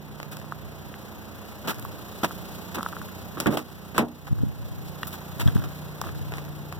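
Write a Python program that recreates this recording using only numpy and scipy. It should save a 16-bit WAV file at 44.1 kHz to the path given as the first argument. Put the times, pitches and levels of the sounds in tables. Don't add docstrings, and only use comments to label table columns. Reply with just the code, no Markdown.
import sys
import numpy as np
from scipy import signal
from scipy.fft import rfft, irfft, next_fast_len
from scipy.io import wavfile
from scipy.ndimage import uniform_filter1d

SR = 44100
rng = np.random.default_rng(int(sys.argv[2]) if len(sys.argv) > 2 else 0)


def log_audio(samples):
    frames = np.atleast_2d(samples).T
    limited = np.clip(frames, -1, 1)
    pcm = np.round(limited * 32767).astype(np.int16)
    wavfile.write(sys.argv[1], SR, pcm)


N = 299835
T = np.arange(N) / SR
MIC_DELAY_SAMPLES = 19.75

# t/s, length/s, level/dB, tilt/(dB/decade)
SCUFF_STROKES = [(0.314, 0.021, -37.5, 7), (1.642, 0.034, -36.5, -18), (1.673, 0.035, -25, 1),
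                 (2.2306, 0.02, -21, -2.5), (2.743, 0.013, -29, 4.5), (2.763, 0.025, -29.5, -18),
                 (3.369, 0.059, -34, -14), (3.505, 0.047, -32, 5), (3.573, 0.021, -29, 2),
                 (3.944, 0.054, -31.5, -8.5), (4.265, 0.016, -35, -2), (5.069, 0.011, -27, 32),
                 (5.126, 0.016, -35, 8), (5.395, 0.023, -28, 2.5), (5.456, 0.05, -41, -1),
                 (5.545, 0.053, -43.5, -6), (5.637, 0.0064, -32.5, -1), (6.035, 0.062, -39.5, -5.5),
                 (6.328, 0.07, -44.5, 2)]


def amp(db):
    return 10 ** (np.asarray(db) / 20)


def unit(x):
    return x / np.sqrt(np.mean(x ** 2) + 1e-20)


def burst(x, length_s):
    return x / np.sqrt((x ** 2).sum() / (2 * length_s * SR))


def at_hz(points, hz):
    f, value = np.transpose(points)
    return np.interp(np.log(hz + 1), np.log(f + 1), value)


def gain_curves(rows):
    times_s, *columns = np.transpose(rows)
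    return [amp(np.interp(T, times_s, db)) for db in columns]


def add(mix, at_s, sound):
    part = mix[:, round(at_s * SR):][:, :sound.shape[1]]
    part += sound[:, :part.shape[1]]


def noise(size):
    return rng.standard_normal((2, size))


def drift(rate_hz):
    lowpass = np.exp(-(np.fft.rfftfreq(N, 1 / SR) / rate_hz) ** 2)
    return unit(irfft(rfft(rng.standard_normal(N)) * lowpass, N))


def coherence(hz):
    return np.sinc(2 * hz * MIC_DELAY_SAMPLES / SR)


def arrival_s(right_lead_ms):
    return np.maximum([[right_lead_ms], [-right_lead_ms]], 0) / 1000


def colour(x, spectrum, tilt_db_per_decade=0, right_lead_ms=0, airborne=True):
    size = 2 * next_fast_len(x.shape[1] // 2 + 1024)
    hz = np.fft.rfftfreq(size, 1 / SR)
    gain = amp(at_hz(spectrum, hz) + tilt_db_per_decade * np.log10((hz + 300) / 3000))
    log_gain = np.log(np.r_[gain, gain[-2:0:-1]] + 1e-6)
    z = rfft(x, size) * np.exp(np.conj(signal.hilbert(log_gain)))[:len(hz)]
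    if airborne:
        mid, side = z[0] * np.sqrt(1 + coherence(hz)), z[1] * np.sqrt(1 - coherence(hz))
        z = np.array([mid + side, mid - side]) * np.exp(-2j * np.pi * hz * arrival_s(right_lead_ms))
    return irfft(z, size)[:, :x.shape[1]]


def engine(firing_hz=30.0, waver_db=1.96):
    # t/s, level/dB of harmonics 3, 5, 6
    moving_lines = [(0, -58, -43, -65), (0.8, -48, -45, -94), (1.5, -54, -69, -62.5),
                    (2.5, -49, -53, -40.5), (3.9, -51, -45.5, -48), (5.2, -44.5, -42, -47),
                    (6.8, -47, -39, -48)]
    # harmonic number, level/dB
    steady_lines = [(2, -55), (4, -54), (7, -49), (9, -67), (10, -59.5), (11, -58), (13, -56)]
    # t/s, level/dB
    treble_path = [(0, -9.5), (0.7, -6), (1.6, -3.5), (2.5, 0.5), (3.3, -2.5), (4.3, -4), (5.3, -1.5),
                   (6.1, -4), (6.8, -5)]
    # t/s, right lead/ms
    bearing = [(0, 0.26), (1.5, 0.2), (4.8, 0.22), (5.6, 0.076), (6.8, -.04)]
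    # f/Hz, level/dB
    boom_spectrum = [(20, -36), (40, -31), (60, 1.5), (100, 2.5), (180, 4.5), (300, 0), (450, -7.5),
                     (800, -9), (3000, -94)]
    roar_spectrum = [(60, -31), (300, -11), (450, -3.5), (700, -5.5), (1400, -9.5), (2000, -13.5),
                     (4000, -22), (16000, -48.5)]
    rasp_spectrum = [(300, -26), (1500, -26), (2500, -5.5), (4200, -3), (5200, -7.5), (8000, -11.5),
                     (16000, -8)]
    hiss_spectrum = [(1000, -18), (4000, -12), (7000, 17), (9000, -19.5), (12000, 14), (14500, 20.5),
                     (16000, -1)]
    firings = firing_hz * T + 0.032 * drift(1.48)
    lines = list(zip((3, 5, 6), gain_curves(moving_lines)))
    lines += [(round(k), amp(db)) for k, db in steady_lines]
    hum = sum(gain * amp(waver_db * drift(2.4)) * np.cos(2 * np.pi * k * (firings - 0.032))
              for k, gain in lines)
    throb = np.tanh(2 * np.cos(2 * np.pi * (firings - 0.66)))
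    openness, = gain_curves(treble_path)
    boom = openness ** 0.44 * amp(-45) * unit(colour(noise(N), boom_spectrum))
    left, right = hum + boom
    lead_s = np.interp(T, *np.transpose(bearing)) / 1000
    low_end = np.array([np.interp(T - lead_s, T, left), right])
    roar = openness ** 0.44 * amp(-44 + throb) * unit(colour(noise(N), roar_spectrum))
    rasp_gain = openness ** 0.97 * amp(-48 + 1.84 * throb + 1.3 * drift(22))
    rasp = rasp_gain * unit(colour(noise(N), rasp_spectrum))
    hiss_gain = openness * amp(-53.5 + 4.5 * throb + 0.5 * drift(6))
    hiss = hiss_gain * unit(colour(noise(N), hiss_spectrum))
    return low_end + roar + rasp + hiss


def snap(tilt_db_per_decade=0, decay_ms=1.28, tail_db=-24, tail_s=0.037):
    # f/Hz, level/dB
    spectrum = [(100, -17.5), (600, 5), (1500, 4.5), (3500, 1), (6000, -2), (9000, -6), (15000, -2)]
    t = np.arange(2048) / SR
    envelope = np.exp(-t * 1000 / decay_ms) + amp(tail_db) * np.exp(-t / tail_s)
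    return burst(colour(noise(len(t)) * envelope, spectrum, tilt_db_per_decade), length_s=0.00064)


def grit_snaps():
    # t/s, level/dB, tilt/(dB/decade)
    events = [(0.2006, -24, -15), (0.2297, -24, -13), (0.369, -26.5, 1), (0.415, -33, -20),
              (1.796, -21, 26), (1.849, -21, 38), (2.8298, -23, -3), (3.4015, -12, 0.5), (3.407, -17.5, 3),
              (3.573, -9, -8), (3.983, -17, -2), (5.0312, -22, -13), (5.4762, -22.5, -9),
              (6.0144, -19.5, 1), (6.321, -24, -18), (6.338, -22, -16), (6.383, -24.5, -17),
              (6.7252, -24.5, -11)]
    out = np.zeros((2, N))
    for at_s, db, tilt in events:
        add(out, at_s, amp(db) * snap(tilt))
    return out


def scuffs(grain_db=3.0, grains_per_s=2500, rise_s=0.0031, fall_s=0.0096):
    # f/Hz, level/dB
    spectrum = [(40, -31), (150, 0), (280, 6), (480, 0), (800, 0), (1400, 0.5), (2200, -5), (3500, -7),
                (5000, -13.5), (9000, -18), (15000, -14)]
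    out, t = np.zeros((2, N)), np.arange(8192) / SR
    for at_s, length_s, db, tilt in SCUFF_STROKES:
        hits = rng.random(len(t)) < grains_per_s / SR
        grains = hits * amp(grain_db * np.minimum(rng.exponential(1, len(t)), 4))
        crush = np.sqrt(abs(uniform_filter1d(grains ** 2, size=16)) + 0.063)
        stroke = np.minimum(t / rise_s, 1) * np.exp(-np.maximum(t - length_s, 0) / fall_s)
        scrape = colour(noise(len(t)) * crush * stroke, spectrum, tilt, right_lead_ms=0.079)
        add(out, at_s, amp(db) * burst(scrape, length_s))
    return out


def pop(hz, peak_cycles=0.45, ring_ratio=1.06, ring_s=0.0049, edge_db=-18):
    t = np.arange(2048) / SR
    age = hz * t / peak_cycles
    body = age * np.exp(1 - age) * np.sin(2 * np.pi * hz * t)
    ring_db = -18 + 7 * np.log2(hz / 1000)
    ring = amp(ring_db) * np.exp(-t / ring_s) * np.sin(2 * np.pi * hz * ring_ratio * t)
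    return body + ring + amp(edge_db) * snap(decay_ms=5.1)


def settling(count=3, settle_s=0.16, spread_db=8, centre_hz=1300, span_octaves=0.47):
    out = np.zeros((2, N))
    for at_s, *_ in SCUFF_STROKES:
        for pop_wait, snap_wait, weakness, pitch in rng.random((count, 4)):
            drop_db = spread_db * weakness
            hz = centre_hz * 2 ** (span_octaves * (pitch - 0.5))
            add(out, at_s + settle_s * pop_wait ** 2, amp(-33 - drop_db) * pop(hz))
            add(out, at_s + settle_s * snap_wait ** 2, amp(-32 - drop_db) * snap())
    return out


def hollow_pops():
    # t/s, level/dB, f/Hz
    events = [(0.5224, -20, 1180), (0.9411, -26, 2020), (1.8507, -25, 1060), (2.2351, -14, 730),
              (2.244, -14, 870), (2.3095, -26.5, 1260), (2.7838, -22, 1100), (2.7953, -27, 1290),
              (2.8085, -23, 1200), (2.8298, -19.5, 1240), (2.8628, -16, 1230), (2.9277, -27, 1356),
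              (2.9328, -26.5, 1210), (2.967, -24.5, 1300), (3.016, -27, 1360), (3.0874, -32, 1540),
              (3.372, -28, 1240), (3.381, -26, 1140), (3.463, -17.5, 1680), (3.571, -25, 3090),
              (3.9806, -6, 962), (4.2787, -27, 1080), (5.0317, -17.5, 1750), (5.0335, -24.5, 2670),
              (5.476, -26.5, 3180), (5.484, -24.5, 1540), (5.5673, -26.5, 1440), (6.0156, -19.5, 1045),
              (6.0406, -25.5, 1060), (6.07, -29.5, 1140), (6.091, -30, 1500)]
    out = np.zeros((2, N))
    for at_s, db, hz in events:
        add(out, at_s, amp(db) * pop(hz))
    return out


def wind(breeze_db=-58, flutter_db=2, skew=0.32, eddy_cycles=0.69):
    # f/Hz, level/dB
    spectrum = [(20, -43), (50, -25), (110, -2.5), (170, -13.5), (300, -15.5), (700, -55), (3000, -89)]
    # t/s, peak level/dB, half length/s
    gusts = [(1.884, -52, 0.15), (4.412, -34, 0.085), (4.71, -46.5, 0.2), (5.536, -37.5, 0.14),
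             (6.27, -46, 0.27)]
    # t/s, level/dB, f/Hz
    eddies = [(4.313, -20.5, 145), (4.328, -14, 136), (4.436, -11, 209), (5.464, -13.5, 136.4),
              (5.484, -19, 125), (5.56, -13.5, 177)]
    gusting = sum(amp(db) * np.exp(-((T - at_s) / half_s) ** 2) for at_s, db, half_s in gusts)
    strength = (amp(breeze_db) + gusting) * amp(flutter_db * drift(10))
    out = strength * unit(colour(noise(N), spectrum, airborne=False))
    t = np.arange(-2048, 2048) / SR
    for at_s, db, hz in eddies:
        swell = np.exp(-abs(t * hz / eddy_cycles) ** 3.5)
        phase = 2 * np.pi * hz * t
        eddy = swell * np.cos(phase) + skew * swell ** 3 * np.sin(2 * phase)
        add(out, at_s + t[0], amp(db) * np.array([eddy, 0 * eddy]))
    return out


def door():
    # t/s, panel level/dB, hardness tilt/(dB/decade), mode level/dB, right lead/ms
    blows = [(3.459, -16, -0.5, -27, 0.43), (3.4687, -16, 11, -11, 0.24), (3.483, -13.5, -25, -16.5, 0.084),
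             (3.502, -20.5, -18, -44, 0.0073), (3.526, -17.5, -12, -19, 0.093), (3.534, -18, -9, -21, 0.12),
             (3.5706, -24.5, 14, -38, 0.31), (3.9801, -7.5, 15, -26, -0.036),
             (3.9914, -14.5, 15, -9, -0.0027), (4.004, -22, 5, -32, 0.067), (4.022, -17, -8, -26, 0.029)]
    # f/Hz, level/dB, t60/s
    modes = [(152, -12, 0.26), (203.5, -10, 0.15), (238, -5.5, 0.32), (299.4, -12.5, 0.35),
             (408, -19, 0.12), (601, -13, 0.075), (715, -20, 0.15), (1050, -29, 0.12), (1280, -27, 0.082)]
    # f/Hz, level/dB
    panel_spectrum = [(40, -38), (110, -1), (170, 1), (280, 4), (420, -1.5), (700, -6.5), (1300, -10.5),
                      (2200, -15), (3500, -26), (6000, -39.5), (15000, -39)]
    # f/Hz, t60/s
    panel_decay = [(100, 0.14), (300, 0.17), (700, 0.23), (1500, 0.094), (4000, 0.09), (15000, 0.036)]
    out, t = np.zeros((2, N)), np.arange(16384) / SR
    for at_s, panel_db, tilt, modes_db, lead_ms in blows:
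        age_s = np.maximum(t - arrival_s(lead_ms), 0)
        ring = sum(amp(db - 60 * age_s / t60_s) * np.sin(2 * np.pi * hz * age_s) * (-1) ** k
                   for k, (hz, db, t60_s) in enumerate(modes))
        bin_hz, frame_s, frames = signal.stft(noise(len(t)), SR, nperseg=256)
        decay = amp(-60 * frame_s / at_hz(panel_decay, bin_hz)[:, None])
        dying_noise = signal.istft(frames * decay, SR)[1][:, :len(t)]
        shudder = burst(colour(dying_noise, panel_spectrum, tilt, lead_ms), length_s=0.0078)
        add(out, at_s, amp(panel_db) * shudder + amp(modes_db) * ring)
        crack_db = panel_db - 14 + 0.7 * tilt
        add(out, at_s, amp(crack_db) * snap(decay_ms=0.35))
    return out


def scene():
    return engine() + hollow_pops() + grit_snaps() + scuffs() + settling() + door() + wind()


def gain_control(x, limit_db=-17.5, duck_share=0.85, react_s=0.0021, recover_db_per_s=6):
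    pole = np.exp(-1 / (react_s * SR))
    power = signal.lfilter([1 - pole], [1, -pole], (x ** 2).mean(0))
    duck_db = duck_share * np.maximum(10 * np.log10(power + 1e-12) - limit_db, 0)
    recovery_db = recover_db_per_s * T
    return x * amp(recovery_db - np.maximum.accumulate(duck_db + recovery_db))


def record(dry):
    # f/Hz, share subtracted (0-1)
    cross_feed = [(60, .9), (500, .92), (2200, .95), (9000, .92), (13000, .7), (16000, .55)]
    hz = np.fft.rfftfreq(N, 1 / SR)
    share = at_hz(cross_feed, hz)
    delayed_share = share * np.exp(-2j * np.pi * hz * MIC_DELAY_SAMPLES / SR)
    mics = rfft(gain_control(dry))
    diffuse_gain = np.sqrt(1 + share ** 2 - 2 * delayed_share.real * coherence(hz))
    stereo = irfft((mics - delayed_share * mics[::-1]) / diffuse_gain, N)
    lowpass = signal.firwin(401, cutoff=16050, window=("kaiser", 9), fs=SR)
    return signal.oaconvolve(stereo, lowpass[None], "same")


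dry = scene()
out = record(dry)
log_audio(out)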